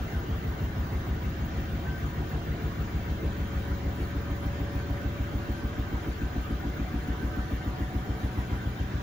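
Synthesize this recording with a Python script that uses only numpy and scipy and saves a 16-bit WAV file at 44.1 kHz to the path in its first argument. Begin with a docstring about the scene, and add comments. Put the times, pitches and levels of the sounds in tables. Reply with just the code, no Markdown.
"""Washing machine gaining spin speed

A front-loading washing machine speeds up slowly in its spin, heard from close to the door.
Each turn, timed blows of the unbalanced drum ring decaying cabinet modes; bearings rumble as turn-locked noise.
Air and motor noise rushes with spectral peaks and dips; a thin whirr of narrow noise comes and goes.
The belt-driven motor hums at multiples of its current; its inverter whines in sidebands, highest near 16 kHz."""
import sys
import numpy as np
from scipy import signal
from scipy.fft import rfft, irfft
from scipy.io import wavfile
from scipy.ndimage import uniform_filter1d

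SR = 44100
rng = np.random.default_rng(int(sys.argv[2]) if len(sys.argv) > 2 else 0)


def digitize_waveform(pressure):
    """Quantize a signal to 16-bit integers and store it at the path in sys.argv[1].

    Rows of a 2-D input are taken as channels; values are limited to [-1, 1].
    """
    field = np.atleast_2d(pressure).T
    bounded = np.clip(field, -1, 1)
    quanta = np.round(bounded * 32767).astype(np.int16)
    wavfile.write(sys.argv[1], SR, quanta)


N = 397782

START_TURNS = -.0623  # drum angle at the outset, from the main thump
START_TURNS_PER_S, GAIN_TURNS_PER_S2 = 6.302, .09025
CURRENT_PER_TURN = 21.09  # cycles of motor current per drum turn


def gain_of(db):
    """dB to gain."""
    return 10 ** (np.asarray(db) / 20)


def evened(x):
    """Scales to rms 1."""
    return x / np.sqrt(np.mean(x ** 2) + 1e-20)


def read(points, hz):
    """Interpolates a table on a log-frequency axis."""
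    f, value = np.transpose(points)
    return np.interp(np.log(hz + 1), np.log(f + 1), value)


def drift(per_s):
    """Slow random signal from smoothed knots of rms 1."""
    count = int(N / SR * per_s) + 8
    knots = uniform_filter1d(rng.standard_normal(4 * count), size=4)
    return np.interp(np.arange(N) / SR * per_s * 4, np.arange(4 * count), evened(knots))


def speed(s):
    """Drum speed in turns/s, rising linearly with time in s."""
    return START_TURNS_PER_S + GAIN_TURNS_PER_S2 * s


def drum():
    """Drum angle in turns, the running sum of speed."""
    return START_TURNS + np.cumsum(speed(np.arange(N) / SR)) / SR


# chosen left-right likeness, alternating sides of zero in the treble, clipped to +-.99 when read:
# (frequency [Hz], likeness [-])
LIKENESS = [(30, .9), (60, .975), (130, .95), (290, .9), (500, .45), (770, .3), (1200, 0), (1800, 0),
            (2700, .2), (4200, 0), (6820, .14), (7500, -.1), (8700, -3.5), (11000, 3.5), (13200, -2.6),
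            (15000, 2)]


def shaped(x, spectrum_db, paths=.5):
    """Colours two noises and mixes them to a set left-right likeness per frequency; rms 1."""
    hz = np.fft.rfftfreq(N, 1 / SR)
    same = np.clip(read(LIKENESS, hz), -.99, .99)
    mid, side = rfft(x)
    # part of the difference is the same sound by other paths, its phase turning with frequency
    phase_steps = 1.3 * np.cumsum(rng.standard_normal(SR // 100))
    turn_rad = np.interp(hz, np.arange(0, SR / 2, 50), phase_steps)
    other_paths = paths * mid * np.exp(1j * turn_rad)
    side = other_paths + np.sqrt(1 - min(paths, .99) ** 2) * side
    colour = gain_of(spectrum_db(hz))
    mid = mid * colour * np.sqrt(1 + same)
    side = side * colour * np.sqrt(1 - same)
    return evened(irfft(np.array([mid + side, mid - side]), N))


# air and motor noise: (frequency [Hz], relative density [dB per Hz])
AIR = [(190, -44), (330, -2), (492, -12), (745, -11), (862, -15), (972, -14), (1050, -14), (1530, -12.5),
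       (1800, -13.5), (2100, -18), (2510, -24), (3140, -23), (3700, -24.5), (4570, -29), (6820, -32.5),
       (7600, -35.5), (8000, -102), (10400, -99), (17600, -120)]
AIR_DB = -42
# peaks and dips in the rush: (frequency [Hz], width [Hz], level relative to the rush [dB])
PEAKS_AND_DIPS = [(444, 25, 5), (482, 20, -4), (748, 30, 2), (780, 110, 2), (952, 18, 4), (980, 18, 6),
                  (1178, 25, 3.5), (1253, 20, 5), (1292, 30, -5), (1450, 50, 1.5), (1826, 20, 3),
                  (2095, 60, 3), (2240, 35, 5.5), (2300, 50, -2), (2385, 70, 5), (2480, 40, -3),
                  (2555, 25, 4), (2662, 40, 5), (2830, 45, 6), (3135, 80, 4), (3225, 40, 3), (6640, 180, 4)]
# top of the rush: (frequency [Hz], relative density [dB per Hz])
TOP = [(7000, -20), (7800, -3), (8600, 0), (9400, -6), (10100, -4), (10900, -9), (12000, -6), (13400, -6),
       (14300, -11), (15800, -9)]
TOP_DB = -64.5


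def rush(angle, throb_db=-0.14, lead_turns=0.042, lag_turns_per_octave=0.03, rise_db=1.5,
         waver_db=0.67, low_throb_db=0.67, top_throb_db=1.5, gust_db=0.18):
    """Air and motor noise with peaks and dips, in patches; it swells once a turn, low bands first."""
    def air_colour(hz):
        bumps_db = sum(db / (1 + (2 * (hz - f) / width) ** 4) for f, width, db in PEAKS_AND_DIPS)
        return read(AIR, hz) + bumps_db

    def top_colour(hz):
        return read(TOP, hz) - 60 * (hz < TOP[0][0])

    air = gain_of(AIR_DB) * shaped(rng.standard_normal((2, N)), air_colour)
    top = gain_of(TOP_DB) * shaped(rng.standard_normal((2, N)), top_colour)
    top = top * gain_of(rise_db * np.linspace(-1, 1, N) + top_throb_db * drift(9))  # brightens, flickers

    hz, t, z = signal.stft(air + top, SR, nperseg=512, noverlap=384)
    band_hz = hz[:, None]
    frame = np.minimum(t * SR, N - 1).astype(int)
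    patches = uniform_filter1d(rng.standard_normal(z.shape[1:]), 3, axis=0)
    patches = evened(uniform_filter1d(patches, 15, axis=1))
    lag_turns = lag_turns_per_octave * np.log2(band_hz / 1000 + .1)
    place = np.interp(t, np.arange(N) / SR, angle) + lead_turns - lag_turns
    depth_db = .4 + throb_db + low_throb_db / (1 + (band_hz / 1300) ** 6)
    swell_db = depth_db * np.cos(2 * np.pi * place)
    for f, _, _ in PEAKS_AND_DIPS:  # the band around each rises and falls in its own time
        near = np.exp(-.5 * ((band_hz - f) / 90) ** 2)
        swell_db = swell_db + waver_db * near * drift(5.5)[frame]
    swell_db = swell_db + 1.9 * patches + gust_db * drift(8)[frame]
    return signal.istft(z * gain_of(swell_db), SR, nperseg=512, noverlap=384)[1][:, :N]


# bearings through the cabinet: (frequency [Hz], relative density [dB per Hz])
BEARINGS = [(25, -16), (32, -22), (45, -16), (60, -9), (80, 0), (100, -2), (125, -2), (160, -2), (200, -4),
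            (250, -8), (310, -8), (400, -17.5), (600, -20.5), (1200, -76)]
BEARINGS_DB = -36.5


def rumble(angle, memory_turns=3.5, fresh=.4, throb_db=1.0, lead_turns=.1):
    """Bearing roughness repeats each turn, changes over a few turns; loudest under the heavy side."""
    size, count = 512, int(angle[-1]) + 3  # points per turn, turns
    fade = np.exp(-.5 * (np.arange(-12, 13) / memory_turns) ** 2)[None, :, None]
    repeated = evened(signal.fftconvolve(rng.standard_normal((2, count, size)), fade, "same"))
    pattern = (repeated + fresh * rng.standard_normal((2, count, size))).reshape(2, -1)
    point = (angle + 1) * size
    rough = np.array([np.interp(point, np.arange(count * size), p) for p in pattern])
    throb = gain_of(throb_db * np.cos(2 * np.pi * (angle + lead_turns)))
    return gain_of(BEARINGS_DB) * throb * shaped(rough, lambda hz: read(BEARINGS, hz))


# thin whirr that comes and goes, before its throb: (time [s], level [dB])
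WHIRR_LEVEL = [(0.0, -69), (0.05, -62), (0.58, -53), (0.63, -66), (0.9, -54), (1.8, -70), (1.9, -46),
               (2.18, -66), (2.28, -50), (2.53, -67), (2.93, -58), (6.97, -56), (7.07, -70), (7.12, -50),
               (7.67, -51), (7.69, -70), (8.27, -53), (9.0, -58)]
WHIRR_HZ, WHIRR_WIDTH_HZ = 1543, 10


def whirr(angle, throb_db=-1.5, wobble_rad=1.7):
    """Noise in one narrow panel resonance, pulsing with the drum."""
    hz = np.fft.rfftfreq(N, 1 / SR)
    resonance = 1 / (1 + (2 * (hz - WHIRR_HZ) / WHIRR_WIDTH_HZ) ** 2)
    sing = irfft(rfft(rng.standard_normal((2, N))) * resonance, N)
    sing = sing * (1 + np.cos(wobble_rad * drift(9)))  # wavers
    level_db = np.interp(np.arange(N) / SR, *np.transpose(WHIRR_LEVEL))
    level_db = level_db + throb_db * np.cos(2 * np.pi * angle)
    return gain_of(level_db) * evened(sing)


# how loud the cabinet passes the hum at each pitch: (frequency [Hz], level [dB])
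HUM_LEVEL = [(532, -64), (542, -56), (549, -58), (555, -57), (559, -52), (566, -50), (573, -51), (578, -59),
             (586, -57), (592, -59), (596, -65), (600, -70), (664, -60), (690, -60), (703, -64), (712, -63),
             (719, -59), (724, -61), (729, -55), (743, -54), (748, -62), (752, -68)]
# hum partials: (multiple of current [-], left minus right [dB], left lead [rad])
HUM_PARTIALS = [(4, -5, .2), (5, 2.5, .5)]


def hum(angle):
    """Two multiples of the motor current, loud where they cross a cabinet resonance."""
    out = 0
    for multiple, pan_db, lead_rad in HUM_PARTIALS:
        hz = multiple * CURRENT_PER_TURN * speed(np.arange(N) / SR)
        side_db = np.array([[pan_db], [-pan_db]]) / 2
        level = gain_of(read(HUM_LEVEL, hz) + 1.0 * drift(5) + side_db)
        phase_rad = 2 * np.pi * multiple * CURRENT_PER_TURN * angle + np.array([[lead_rad], [0]])
        out = out + np.sqrt(2) * level * np.cos(phase_rad)
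    return out


# inverter lines, level before the common fade:
# (multiple of half the switching [-], multiple of current added [-], level [dB], left lead [rad])
WHINE_LINES = [(2, -4, -62.5, .8), (2, -6, -74, .8), (2, -10, -69.5, .8), (2, -16, -79, 2.8),
               (1, 0, -82, 2.2), (1, 4, -77, 2.8)]
SWITCH_HZ = 16121
WHINE_START_DB, WHINE_FADE_DB_PER_S = 3, 0.5


def whine(angle, shake=1.0, wander_rad=0.94, fuzz=0.26, fuzz_per_s=92.0):
    """Inverter lines; shaking makes the sidebands flutter at multiples of the drum speed."""
    t, out = np.arange(N) / SR, 0
    fade_db = WHINE_START_DB - WHINE_FADE_DB_PER_S * t  # weakens steadily with time
    for half, multiple, db, lead_rad in WHINE_LINES:
        if round(multiple):
            flutter = 1
            for k in (-3, -2, -1, 1, 2, 3, 4):
                shake_rad = 2 * np.pi * (k * angle + rng.random()) + wander_rad * drift(1.9)
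                flutter = flutter + shake * np.exp(1j * shake_rad)
            # irregular current smears the line
            flutter = flutter + fuzz * (drift(fuzz_per_s) + 1j * drift(fuzz_per_s))
        else:
            flutter = 1 + 1.8 * drift(2.9)  # no current added: slow level changes only
        turns = round(half) * SWITCH_HZ / 2 * t + round(multiple) * CURRENT_PER_TURN * angle
        tone = flutter * np.exp(2j * np.pi * turns) * np.exp(1j * np.array([[lead_rad], [0]]))
        out = out + gain_of(db + fade_db) * evened(tone.real)
    return out


# blows of each turn, a rattle up to the main thump and rebounds after it: (delay from main thump [ms],
# contact [ms], level at best speed [dB], best drum speed [turns/s], reach [turns/s])
BLOWS = [(-56.3, 1.97, -32.5, 6.48, .16), (-51.9, 2.04, -28.5, 6.67, .23), (-40.4, 2.14, -23.5, 6.51, .22),
         (-31.5, 1.69, -19.3, 6.57, .3), (-25.3, 1.48, -25, 6.98, .12), (-22.5, 3.38, -12.9, 6.58, .35),
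         (-17.4, 1.04, -24, 6.89, .18), (-12, 1.57, -17.7, 7.26, 2), (.7, 1.56, -15.2, 7.3, 1.25),
         (6.7, 1.54, -19.4, 6.81, .38), (12.1, 5, -14.2, 7.08, .2), (18.7, 2.96, -13, 6.97, .51),
         (23.2, 1.2, -28, 6.91, .14), (25.4, 1.43, -15.6, 7.3, .37), (30.9, 1.48, -22.2, 6.72, .42),
         (35.5, 3.46, -12.9, 7.05, .22), (40.5, 1.6, -19.1, 6.47, .27), (49.3, 1.71, -21.5, 6.34, .21),
         (58.6, 3.15, -15.5, 6.01, .52), (62, 2.08, -20.2, 6.43, .2), (69.4, 2.03, -17, 6, .74),
         (79.1, 5, -15.1, 6.55, .36), (86.9, 1.58, -32, 6.61, .15)]
# cabinet modes: (frequency [Hz], level [dB], t60 [s])
CABINET_MODES = [(34, .3, .025), (69, -4.5, .101), (114.6, -17.5, .158), (165.2, -21.6, .112),
                 (224.8, -18, .2), (290.7, 13.2, .073), (332, -9.5, .133)]


def knocks(angle, uneven_db=.5, loose_ms=.1, swing_db=.6, settle_db=1.6, settle_s=2.5):
    """The swinging tub strikes in the same rhythm every turn; each blow rings the cabinet."""
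    t, turn = np.arange(N) / SR, np.arange(0, int(angle[-1]) + 1)
    hz, force = np.fft.rfftfreq(2 * N, 1 / SR), 0
    thump_s = np.interp(turn, angle, t)
    swing = swing_db * rng.standard_normal(len(turn))
    # blows start louder and settle over the first seconds
    swing = swing + settle_db * np.exp(-thump_s / settle_s)
    for delay_ms, contact_ms, level_db, best, reach in BLOWS:
        chance = rng.standard_normal((len(turn), 2))
        s = thump_s + (delay_ms + loose_ms * chance[:, 0]) / 1000
        heard = (s >= 0) & (s < t[-1])
        speed_match = np.exp(-.5 * ((speed(s) - best) / reach) ** 2)
        pull = gain_of(level_db + swing + uneven_db * chance[:, 1]) * speed_match
        train = np.zeros(N)
        train[(s[heard] * SR).astype(int)] = -pull[heard]
        softness = np.exp(-.5 * (2 * np.pi * hz * contact_ms / 1000) ** 2)  # long contact dulls
        force = force + rfft(train, 2 * N) * softness
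    ring_t = t[:SR]
    ring = sum(gain_of(db - 60 * ring_t / t60) * np.cos(2 * np.pi * f * ring_t)
               for f, db, t60 in CABINET_MODES)
    return irfft(force * rfft(ring, 2 * N))[:N]


def scene():
    """All parts follow one drum angle; the boom reaches the right side 8 samples earlier."""
    angle = drum()
    boom = knocks(angle)
    late_boom = np.r_[np.zeros(8), boom][:N]
    boom = np.array([late_boom, boom]) * gain_of([[1.5], [.5]])
    return rush(angle) + rumble(angle) + whirr(angle) + hum(angle) + whine(angle) + boom


EDGE_HZ = 15780  # upper band limit


def record(dry):
    """The microphone rolls off the bass and the recorder cuts the deepest of it; then the band limit."""
    thinned = signal.sosfilt(signal.butter(2, 40, "highpass", fs=SR, output="sos"), dry)
    hz = np.fft.rfftfreq(N, 1 / SR)
    cut = irfft(rfft(thinned) / np.sqrt(1 + (30 / (hz + 1)) ** 16), N)
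    lowpass = signal.firwin(1023, EDGE_HZ, window=("kaiser", 9), fs=SR)
    return signal.oaconvolve(cut, lowpass[None], "same")


dry = scene()
out = record(dry)
digitize_waveform(out)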